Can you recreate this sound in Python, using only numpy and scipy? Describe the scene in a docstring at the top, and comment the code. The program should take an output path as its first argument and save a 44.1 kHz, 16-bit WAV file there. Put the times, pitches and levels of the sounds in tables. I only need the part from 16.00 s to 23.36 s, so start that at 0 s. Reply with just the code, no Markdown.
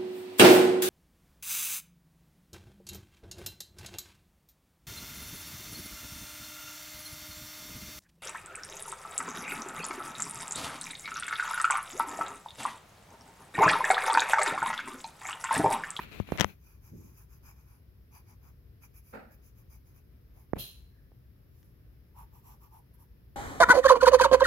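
"""In a quiet room, a pencil sketches short lines in a spiral pad, close to a hand-held pair of microphones.
At first the holding fingers rub beside the microphone ports and knock: filtered noise and ringing clicks.
The pencil is random slips exciting resonances; the drawing hand leaves and returns with a flatter grip.
Farther off, something clunks, and later, just after a dull low thud, something hard is set down with a
ringing clink: clumped grains and ringing modes. Faint narrow-band swells, air rumble and hiss lie below."""
import sys
import numpy as np
from scipy import signal
from scipy.fft import rfft, irfft, next_fast_len
from scipy.io import wavfile
from scipy.ndimage import map_coordinates

SR = 44100
rng = np.random.default_rng(int(sys.argv[2]) if len(sys.argv) > 2 else 0)


def unload_wav(signal):
    """Save mono or channel-first audio to the path in sys.argv[1] as 16-bit WAV at rate SR, clipped to [-1, 1]."""
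    wavfile.write(
        sys.argv[1],
        SR,
        np.round(np.clip(np.atleast_2d(signal).T, -1, 1) * 32767).astype(np.int16),
    )


N = 324563
TIME = np.arange(N) / SR   # seconds


def from_db(db):
    """Decibels to gain."""
    return 10 ** (np.asarray(db) / 20)


def rms_one(x):
    """Scale to an rms of 1."""
    return x / np.sqrt(np.mean(x ** 2) + 1e-20)


def at_hz(points, hz):
    """Read a table of (Hz, value) on a log-frequency axis."""
    points = np.array(points)
    return np.interp(np.log(hz + 1), np.log(points[:, 0]), points[:, 1])


def fft_grid():
    """A fast transform size for the whole scene, and the frequencies of its bins."""
    size = next_fast_len(N)
    return size, np.arange(size // 2 + 1) * SR / size


def panned(left_db):
    """Gains of the two channels for a left-right difference in dB, with a mean power of 1."""
    return rms_one(from_db([[left_db / 2], [-left_db / 2]]))


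def butter(x, hz, kind, order=2):
    """Causal Butterworth filter."""
    sections = signal.butter(order, np.clip(hz, 10, .48 * SR), kind, fs=SR, output="sos")
    return signal.sosfilt(sections, x + 1e-18)


def drift(rate):
    """Slow chance: straight lines between normal draws of spread 1, `rate` draws per second."""
    knots = rng.standard_normal(N // 20)
    return np.interp(TIME * rate, np.arange(len(knots)), knots)


def wander(x, rate, share):
    """Let the resonances of a sound drift up and down by a share of their pitch."""
    place = np.cumsum(1 + share * drift(rate))
    return np.array([map_coordinates(side, [place], order=3, mode="wrap") for side in x])


def coloured(x, spectrum):
    """Give a noise the spectrum of a table; rms 1."""
    size, hz = fft_grid()
    return rms_one(irfft(rfft(x, size) * from_db(at_hz(spectrum, hz)), size)[..., :N])


LEFT_LEAD_S = .00016   # paired sound reaches the left microphone first


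def paired(x, likeness):
    """Mix two unrelated noises so that left and right agree as the table says, the right a little late."""
    size, hz = fft_grid()
    alike = np.clip(at_hz(likeness, hz), -1, 1)
    mid, side = rfft(x, size) * np.sqrt([1 + alike, 1 - alike])
    right_delay = np.exp(-2j * np.pi * hz * LEFT_LEAD_S)
    return irfft([mid + side, (mid - side) * right_delay], size)[:, :N]


def ring(x, hz, t60):
    """A unit click sets a sine of height 1 ringing."""
    radius = from_db(-60 / (t60 * SR))
    angle = 2 * np.pi * hz / SR
    return signal.lfilter([0, np.sin(angle)], [1, -2 * radius * np.cos(angle), radius ** 2], x + 1e-18)


def resonate(x, hz, width_hz):
    """A broad resonance with steep skirts, from two equal sections; rms 1."""
    radius = np.exp(-np.pi * width_hz / SR)
    section = [1, 0, -1, 1, -2 * radius * np.cos(2 * np.pi * hz / SR), radius ** 2]
    return rms_one(signal.sosfilt([section, section], x + 1e-18))


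def grains(per_s, spread_db):
    """Tiny impulses at random moments and of uneven size, in two channels; rms 1."""
    sizes = from_db(spread_db * np.minimum(rng.exponential(1, N), 4))
    happens = rng.random(N) < per_s / SR
    return rms_one(happens * sizes * rng.standard_normal((2, N)))


RISE_SHARE = .44   # part of an arch spent rising
SWELL_SHAPE = 2.4   # power the arch is raised to; lower is flatter on top


def bell(middle, length):
    """An arch, as of a hand's speed: it rises quickly from rest, peaks and comes to rest more slowly."""
    phase = (TIME - middle) / (length * np.where(TIME < middle, RISE_SHARE, 1 - RISE_SHARE))
    during = np.abs(phase) < 1
    speed = np.zeros(N)
    speed[during] = np.cos(np.pi / 2 * phase[during]) ** SWELL_SHAPE
    return speed


# Left-right likeness of the room air, the clumped bursts and the shuffles.
# Each row: frequency in Hz, correlation.
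AIR_LIKENESS = [(60, .9), (140, 1), (300, 0.34), (700, 0.33), (1500, 0.06)]
# Colour of the low ventilation rumble. Each row: frequency in Hz, relative level in dB per Hz.
AIR_COLOUR = [(25, -29.5), (45, -5), (62, 0.5), (80, -6.5), (120, -7.5), (165, -16), (230, -21.5),
              (400, -25), (800, -40.5), (1800, -39.5), (4000, -48.5), (7000, -71)]
# Colour of the microphones' own hiss. Each row: frequency in Hz, relative level in dB per Hz.
HISS_COLOUR = [(2800, -25.5), (4200, -8.5), (5200, -2.5), (6200, -12), (8600, -20), (9700, -15.5),
               (10600, -3.5), (12200, -1), (13800, 1), (16000, -5)]


def room_air(air_db, hiss_db):
    """Low ventilation rumble, slightly unsteady and to the left, and the steady hiss of the microphones."""
    rumble = coloured(paired(rng.standard_normal((2, N)), AIR_LIKENESS), AIR_COLOUR)
    rumble = rumble * from_db(1.0 * drift(rate=9.9)) * panned(2.1)
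    hiss = coloured(rng.standard_normal((2, N)), HISS_COLOUR)
    return from_db(air_db) * rumble + from_db(hiss_db) * hiss


# Faint, brief swells of narrow-band noise. Each row: loudest moment in seconds, length in seconds,
# centre in Hz, level in dB before the shared left-right balance.
NARROW_SWELLS = [(3.313, 0.14, 1640, -70.5), (4.378, 0.071, 606, -66.5), (4.989, .3, 1712, -77)]


def narrow_swells(width_hz):
    """Noise through one resonance rises and falls, faintly and briefly."""
    noise = rng.standard_normal((2, N))
    out = 0
    for middle, length, hz, db in NARROW_SWELLS:
        out = out + from_db(db) * bell(middle, length) * resonate(noise, hz, width_hz)
    return out


def build_and_decay(start_s, rise_s, t60):
    """A level that builds up smoothly and dies away exponentially."""
    age = np.maximum(TIME - start_s, 0)
    return (1 - np.exp(-(age / rise_s) ** 2)) * from_db(-60 * age / t60)


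def clumped_burst(colour, start_s, rise_s, t60, level_db):
    """A burst of many separate coloured grains, arriving in clumps, that builds up and dies away."""
    noise = coloured(paired(grains(per_s=7000, spread_db=-0.5), AIR_LIKENESS), colour)
    clumps = from_db(level_db + 0.66 * drift(rate=130))
    return clumps * noise * build_and_decay(start_s, rise_s, t60)


# Colour of the clink's bright splash. Each row: frequency in Hz, relative level in dB per Hz.
CLINK_COLOUR = [(2200, -10.5), (2700, 5), (3300, 6), (3750, 2.5), (4100, 11.5), (4500, -1.5), (6800, -4),
                (8400, -17), (9800, -1.5), (12900, -2), (14000, -14), (16000, -2.5)]
# Ringing modes of the clinking thing. Each row: frequency in Hz, relative level in dB, t60 in seconds.
CLINK_MODES = [(3236, 0, 0.33), (4020, -7, 0.61), (4170, -6, 0.63), (9490, -5.5, 0.38), (10570, 0, 0.27),
               (12250, -3, 0.24), (12934, 4, 0.3), (13100, 7, 0.28)]


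def clink(start_s, rise_s, ring_db, blur_hz, flutter_db):
    """A bright splash of sound and its ringing modes, which blur and flutter along the room's many paths."""
    paths = rng.standard_normal((2, N))
    tones = 0
    for hz, db, t60 in CLINK_MODES:
        tones = tones + from_db(db) * build_and_decay(start_s, rise_s, t60) * resonate(paths, hz, blur_hz)
    flutter = from_db(ring_db + flutter_db * drift(rate=75))
    splash = clumped_burst(CLINK_COLOUR, start_s, rise_s, t60=0.47, level_db=-37.5)
    return flutter * tones + splash


# Colour of the far clunk. Each row: frequency in Hz, relative level in dB per Hz.
CLUNK_COLOUR = [(130, -29), (220, 4), (350, -10.5), (480, -3), (760, -3.5), (1100, -16.5), (1320, -5.5),
                (1650, -11.5), (2000, -16), (2550, -19), (3200, -35), (4400, -31), (6000, -43.5)]
# Colour of the dull low thud just before the clink. Each row: frequency in Hz, relative level in dB per Hz.
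THUD_COLOUR = [(70, 7), (160, 11), (280, 0.5), (500, 3), (1000, -14.5), (2400, -17.5), (5000, -40)]
# Balance shared by these sounds. Each row: frequency in Hz, left-right difference in dB (positive is left).
SHARED_BALANCE = [(200, 2), (1300, -4), (2400, -1.5), (4400, 2.5), (8100, -6)]


def clunk_thud_and_clink():
    """A far clunk, a dull low thud and a clink, with narrow swells, share one left-right balance by frequency."""
    sounds = clumped_burst(CLUNK_COLOUR, start_s=3.122, rise_s=0.017, t60=0.46, level_db=-39.0)
    sounds += clumped_burst(THUD_COLOUR, start_s=4.555, rise_s=0.0029, t60=0.25, level_db=-35.5)
    sounds += clink(start_s=4.576, rise_s=0.019, ring_db=-45.5, blur_hz=55, flutter_db=-1.0)
    sounds += narrow_swells(width_hz=240)
    size, hz = fft_grid()
    left_db = at_hz(SHARED_BALANCE, hz)
    return irfft(rfft(sounds, size) * from_db([left_db / 2, -left_db / 2]), size)[:, :N]


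# The heel of the hand shuffles on the pad. Each row: fastest moment in seconds, length in seconds, level in dB.
SHUFFLES = [(0.941, 0.062, -43), (1, 0.35, -50.5)]
# Colour of the shuffling. Each row: frequency in Hz, relative level in dB per Hz.
SHUFFLE_COLOUR = [(50, -14), (100, 6), (170, 2.5), (330, -5), (550, -21.5), (1200, -82)]


def shuffles():
    """Skin drags over the pad, which passes on only a dull rumble."""
    drag = sum(from_db(db) * bell(middle, length) for middle, length, db in SHUFFLES)
    return drag * coloured(paired(rng.standard_normal((2, N)), AIR_LIKENESS), SHUFFLE_COLOUR)


RUB_ATTACK_S = 0.0072


def slide(start, length, release_t60):
    """A finger takes hold quickly, slides evenly and lets go."""
    age = TIME - start
    hold = np.clip(age / RUB_ATTACK_S, 0, 1)
    return hold * from_db(-60 * np.clip((age - length) / release_t60, 0, 2))


# Fingers slide on the recorder, right at the microphones. 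Each row: start in seconds, length in seconds,
# level in dB before panning, rumble against that level in dB, lower edge of the hiss in Hz,
# left-right difference in dB, release t60 in seconds.
RUBS = [(-.005, 0.031, -47.5, -7.5, 950, -0.5, 0.049), (0.028, 0.036, -51.5, -1.5, 1200, 4.5, 0.41),
        (0.112, 0.066, -52.5, 2.5, 1807, 13, 0.42), (0.268, 0.04, -56.5, 1, 1800, 6.5, 0.17),
        (0.315, 0.049, -50.5, 8, 450, -4, .07), (0.378, .057, -33.5, -3.5, 700, 14.5, 0.034),
        (0.444, 0.05, -57.5, 6, 1300, 9, 0.19)]
# Colour of the skin hiss. Each row: frequency in Hz, relative level in dB per Hz.
RUB_COLOUR = [(700, 0), (1300, 3), (1900, 0), (2450, 4.5), (3100, -4.5), (4200, -6.5), (4900, -18),
              (7000, -19.5), (9000, -26), (11500, -24), (16000, -30)]


def finger_rub(uneven_db, firm_db, crunch_hz):
    """Skin hisses by each port, its colour shifting as the finger rolls; firm pressure crunches, the case rumbles."""
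    skin = wander(coloured(grains(per_s=7500, spread_db=1.5), RUB_COLOUR), rate=30, share=.03)
    skin = skin * from_db(uneven_db * drift(rate=89))
    crunch = rms_one(butter(grains(per_s=4500, spread_db=1.0), [850, crunch_hz], "band"))
    rumble = butter(rng.standard_normal((2, N)), [90, 230], "band", order=1)
    rumble = rms_one(butter(rumble, 870, "low"))
    out = 0
    for start, length, db, rumble_db, edge_hz, left_db, release in RUBS:
        pressure = from_db(db) * slide(start, length, release) * panned(left_db)
        light = np.minimum(pressure, from_db(firm_db))   # the pressure beyond this turns to crunch
        out = out + light * rms_one(butter(skin, edge_hz, "high"))
        out = out + (pressure - light) * crunch
        out = out + pressure * from_db(rumble_db) * rumble
    return out


# Knocks of fingers on the recorder and of hand and pencil on the pad. Each row: time in seconds,
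# thump level in dB, thump cutoff in Hz, crack peak in dB, sway against the thump in dB,
# left-right difference in dB. Levels are before panning.
KNOCKS = [(0.2004, -19.5, 170, -35.5, -14, 30), (0.2887, -32.5, 700, -54, -17, -19),
          (0.303, -37.5, 1200, -49, -18, 13.5), (0.3209, -14, 377, -28.5, -25.5, -10),
          (0.3755, -38, 1400, -24, -20, 29), (0.3988, -22.5, 160.9, -10, -20.5, 25.5),
          (.409, -13.5, 260, 2.5, -19, 25), (0.4146, -21, 220, -8.5, -20.5, 14.5),
          (0.4444, -8, 1200, -14.5, -24.5, 23), (4.5334, -12.5, 375, -44.5, -31, -17.5),
          (4.567, -33, 300, -70, -12, -4), (5.118, -50.5, 520, -70.5, -15, -2),
          (5.63, -70, 896, -52, -17, .5), (6.167, -55, 900, -72, -25, -1)]
# The recorder's case rings briefly with every crack.
# Each row: frequency in Hz, relative level in dB, t60 in seconds.
CASE_MODES = [(2000, -5, 0.0075), (3230, 4, 0.0024), (5730, 3, 0.0017), (12200, -23.5, 0.0054)]
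# The recorder sways in the hand after a knock. Each row: frequency in Hz, relative level in dB, t60 in seconds.
SWAY_MODES = [(91.5, -0.5, .11), (199, -1, 0.11)]
NO_SUCTION_HZ = 1430   # suction shrinks as the thump cutoff rises, and is gone here


def knocks(suction, suction_hz, release_s, hollow_hz, hollow_db, hollow_t60, sway_after_s):
    """A knock is a brief suction and slower release, a hollow note, a crack of the case and a short low sway."""
    out = np.zeros((2, N))
    click = signal.unit_impulse(SR // 4)
    age = TIME[:len(click)]
    crack = sum(from_db(db) * ring(click, hz, t60) for hz, db, t60 in CASE_MODES)
    crack = crack / np.abs(crack).max()
    sway = sum(from_db(db) * ring(click, hz, t60) for hz, db, t60 in SWAY_MODES)
    sway = np.interp(age - sway_after_s, age, sway, left=0)
    hollow = from_db(hollow_db) * ring(click, hollow_hz, hollow_t60)
    pull = butter(click, suction_hz, "low")
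    pull = pull / pull.max()
    for s, thump_db, thump_hz, crack_db, sway_db, left_db in KNOCKS:
        push = butter(click, thump_hz, "low")
        release = np.interp(age - release_s, age, push / push.max() + hollow, left=0)
        depth = suction * np.clip(1 - thump_hz / NO_SUCTION_HZ, 0, 1)
        thump = butter(release - depth * pull, 75, "high")
        thump = butter(thump, 1600 + thump_hz, "low", order=5)   # harder knocks reach higher
        thump = thump / np.abs(thump).max() - from_db(sway_db) * sway
        knock = from_db(thump_db) * thump + from_db(crack_db) * crack
        at = round(s * SR)
        out[:, at:at + len(click)] += knock * panned(left_db)
    return out


# Left-right likeness of the pencil, close to the pair. Each row: frequency in Hz, correlation.
PENCIL_LIKENESS = [(900, 0.18), (2400, 0.41), (6000, 0.042), (14000, 0.16)]
# How hard the hand leans on the pad, which sets its drone. 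Each row: time in seconds, drone gain in dB.
LEAN = [(.9, -2), (1.6, 4), (2.3, 4.5), (2.8, 0.5), (3.1, -8), (3.45, -10), (3.7, -1.34), (6.18, 2.5),
        (6.45, -2), (6.75, 0), (7.0, -2.5)]
LEAN_DULLS = 0.96   # dB per octave that tip, shaft and pad each tilt towards their lows, per dB of lean
ORDINARY_DB = -64   # tip level of an ordinary stroke


def pencil(strokes, grip, drone, balance_db):
    """Graphite catches on paper fibres; the slips excite tip, shaft and pad, swelling with each stroke's speed."""
    drone_db, drone_slope = drone
    tip = shaft = pad = 0   # powers
    for middle, length, db, rasp_db in strokes:
        speed = bell(middle, length)
        pad_db = ORDINARY_DB + drone_db + drone_slope * (db - ORDINARY_DB)
        tip += (from_db(db) * speed) ** 2
        shaft += (from_db(db + rasp_db) * speed) ** 2
        pad += (from_db(pad_db) * speed) ** 2
    lean_db = np.interp(TIME, *np.transpose(LEAN))
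    pad = pad * from_db(lean_db) ** 2
    tooth = from_db(0.86 * drift(rate=78))   # the paper is rougher in places
    slips = paired(grains(per_s=7400, spread_db=3.0), PENCIL_LIKENESS)
    out = 0
    for modes, power, left_db in zip(grip, (tip, shaft, pad), balance_db):
        body = 0
        centre_hz = np.median([hz for hz, width, db in modes])
        for hz, width, db in modes:
            fibres = np.roll(slips, rng.integers(N), axis=1)   # each resonance is fed by its own patch of fibres
            tilt_db = 2 * drift(rate=8)   # and comes and goes as the pencil tilts
            octaves_below = np.clip(np.log2(centre_hz / hz), -.5, .5)
            dulling_db = LEAN_DULLS * lean_db * octaves_below
            body = body + from_db(db + tilt_db + dulling_db) * resonate(fibres, hz, width)
        body = rms_one(wander(body, rate=10, share=.022))
        out = out + body * np.sqrt(power) * panned(left_db)
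    return out * tooth


def reflections(x, wet_db, t60):
    """Desk and walls return a short diffuse tail, different on each side."""
    age = TIME[:SR // 2]
    tail = rng.standard_normal((2, len(age))) * from_db(-60 * age / t60)
    tail = tail / np.sqrt(np.sum(tail ** 2, axis=1, keepdims=True))
    return from_db(wet_db) * signal.fftconvolve(x, tail, axes=1)[:, :N]


# Pencil strokes on the pad. Each row: fastest moment in seconds, length in seconds,
# hiss of the tip in dB before panning and paper roughness, rasp of the shaft against the hiss in dB.
STROKES = [(.01, 0.13, -58, -13), (0.15, 0.28, -63.5, -15), (0.347, 0.3, -60, -13.5),
           (0.461, .24, -61.5, -10), (0.682, 0.27, -65.5, -8), (0.866, 0.16, -63, -8),
           (1.03, 0.44, -67.5, -5.5), (1.192, 0.16, -63.5, -7), (1.335, 0.16, -67, -5),
           (1.478, 0.17, -60.5, -6.5), (1.593, 0.17, -71.5, -4), (1.71, 0.26, -70.5, -8),
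           (2.16, 0.15, -62, -7), (2.301, 0.14, -68.5, -3), (2.464, 0.16, -68, -6),
           (2.841, 0.092, -59.5, -7.5), (2.969, 0.11, -61.5, -10), (3.093, .2, -64, -9),
           (3.33, 0.089, -64, -9), (3.461, 0.14, -66, -6.5), (3.591, 0.12, -65.5, -10),
           (3.733, 0.15, -63, -6), (3.887, .13, -71.5, -4.5), (3.969, 0.1, -67.5, -8),
           (4.389, 0.19, -70.5, -9.5), (5.61, 0.33, -73, -9), (6.196, 0.15, -62.5, -11.5),
           (6.362, 0.13, -63.5, -13), (6.492, 0.19, -61.5, -8.5), (6.638, 0.13, -63, -13),
           (6.753, 0.16, -63.5, -12.5), (6.946, .051, -69, -15), (7.015, 0.11, -65.5, -14)]
# Resonances for the upright and for the flat grip, in three lists: tip, shaft, pad.
# Each row: frequency in Hz, width in Hz, relative level in dB.
UPRIGHT = ([(11060, 900, -2), (12300, 890, -2), (14800, 2200, -2)], [(4990, 330, -4), (6200, 1500, 1)],
           [(940, 380, 1), (1240, 600, -1.5), (2380, 400, 0.5)])
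FLAT = ([(11520, 1540, 0.46), (12400, 1100, -1.3), (14800, 1500, -1.3)], [(5700, 850, 1.2),
        (7300, 930, -0.79), (4310, 5300, -2)], [(915, 200, 5.5), (1130, 236, -2.5), (2390, 1330, -11.5)])
# The pad's drone follows the tip, for each grip.
# The pair: dB against the tip in an ordinary stroke, dB gained per dB of the stroke.
UPRIGHT_DRONE = (-3, 1)
FLAT_DRONE = (2.35, 2.84)
REGRIP_S = 5.0   # later strokes use the flat grip


def sketching():
    """The pencil in its upright, then its flatter grip, with the short reflections of desk and walls."""
    upright = [row for row in STROKES if row[0] < REGRIP_S]
    flat = [row for row in STROKES if row[0] > REGRIP_S]
    drawing = pencil(upright, UPRIGHT, UPRIGHT_DRONE, balance_db=(-.7, 3.0, .5))
    drawing += pencil(flat, FLAT, FLAT_DRONE, balance_db=(-1.5, 3.0, -1))
    return drawing + reflections(drawing, wet_db=-10.5, t60=0.2)


def scene():
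    """The room and its events, the handling and the drawing."""
    background = room_air(air_db=-55, hiss_db=-74.5) + clunk_thud_and_clink()
    handling = shuffles() + finger_rub(uneven_db=1.5, firm_db=-46.5, crunch_hz=2650)
    handling += knocks(suction=0.76, suction_hz=800, release_s=.0007, hollow_hz=1240, hollow_db=-13,
                       hollow_t60=0.007, sway_after_s=.0035)
    return background + handling + sketching()


CUTOFF_HZ = 15800


def record(dry):
    """The microphones lose the deepest bass, full scale limits the peaks and the top is cut."""
    heard = np.clip(butter(dry, 27, "high"), -1, 1)
    return signal.sosfilt(signal.ellip(10, .1, 70, CUTOFF_HZ, fs=SR, output="sos"), heard)


dry = scene()
out = record(dry)
unload_wav(out)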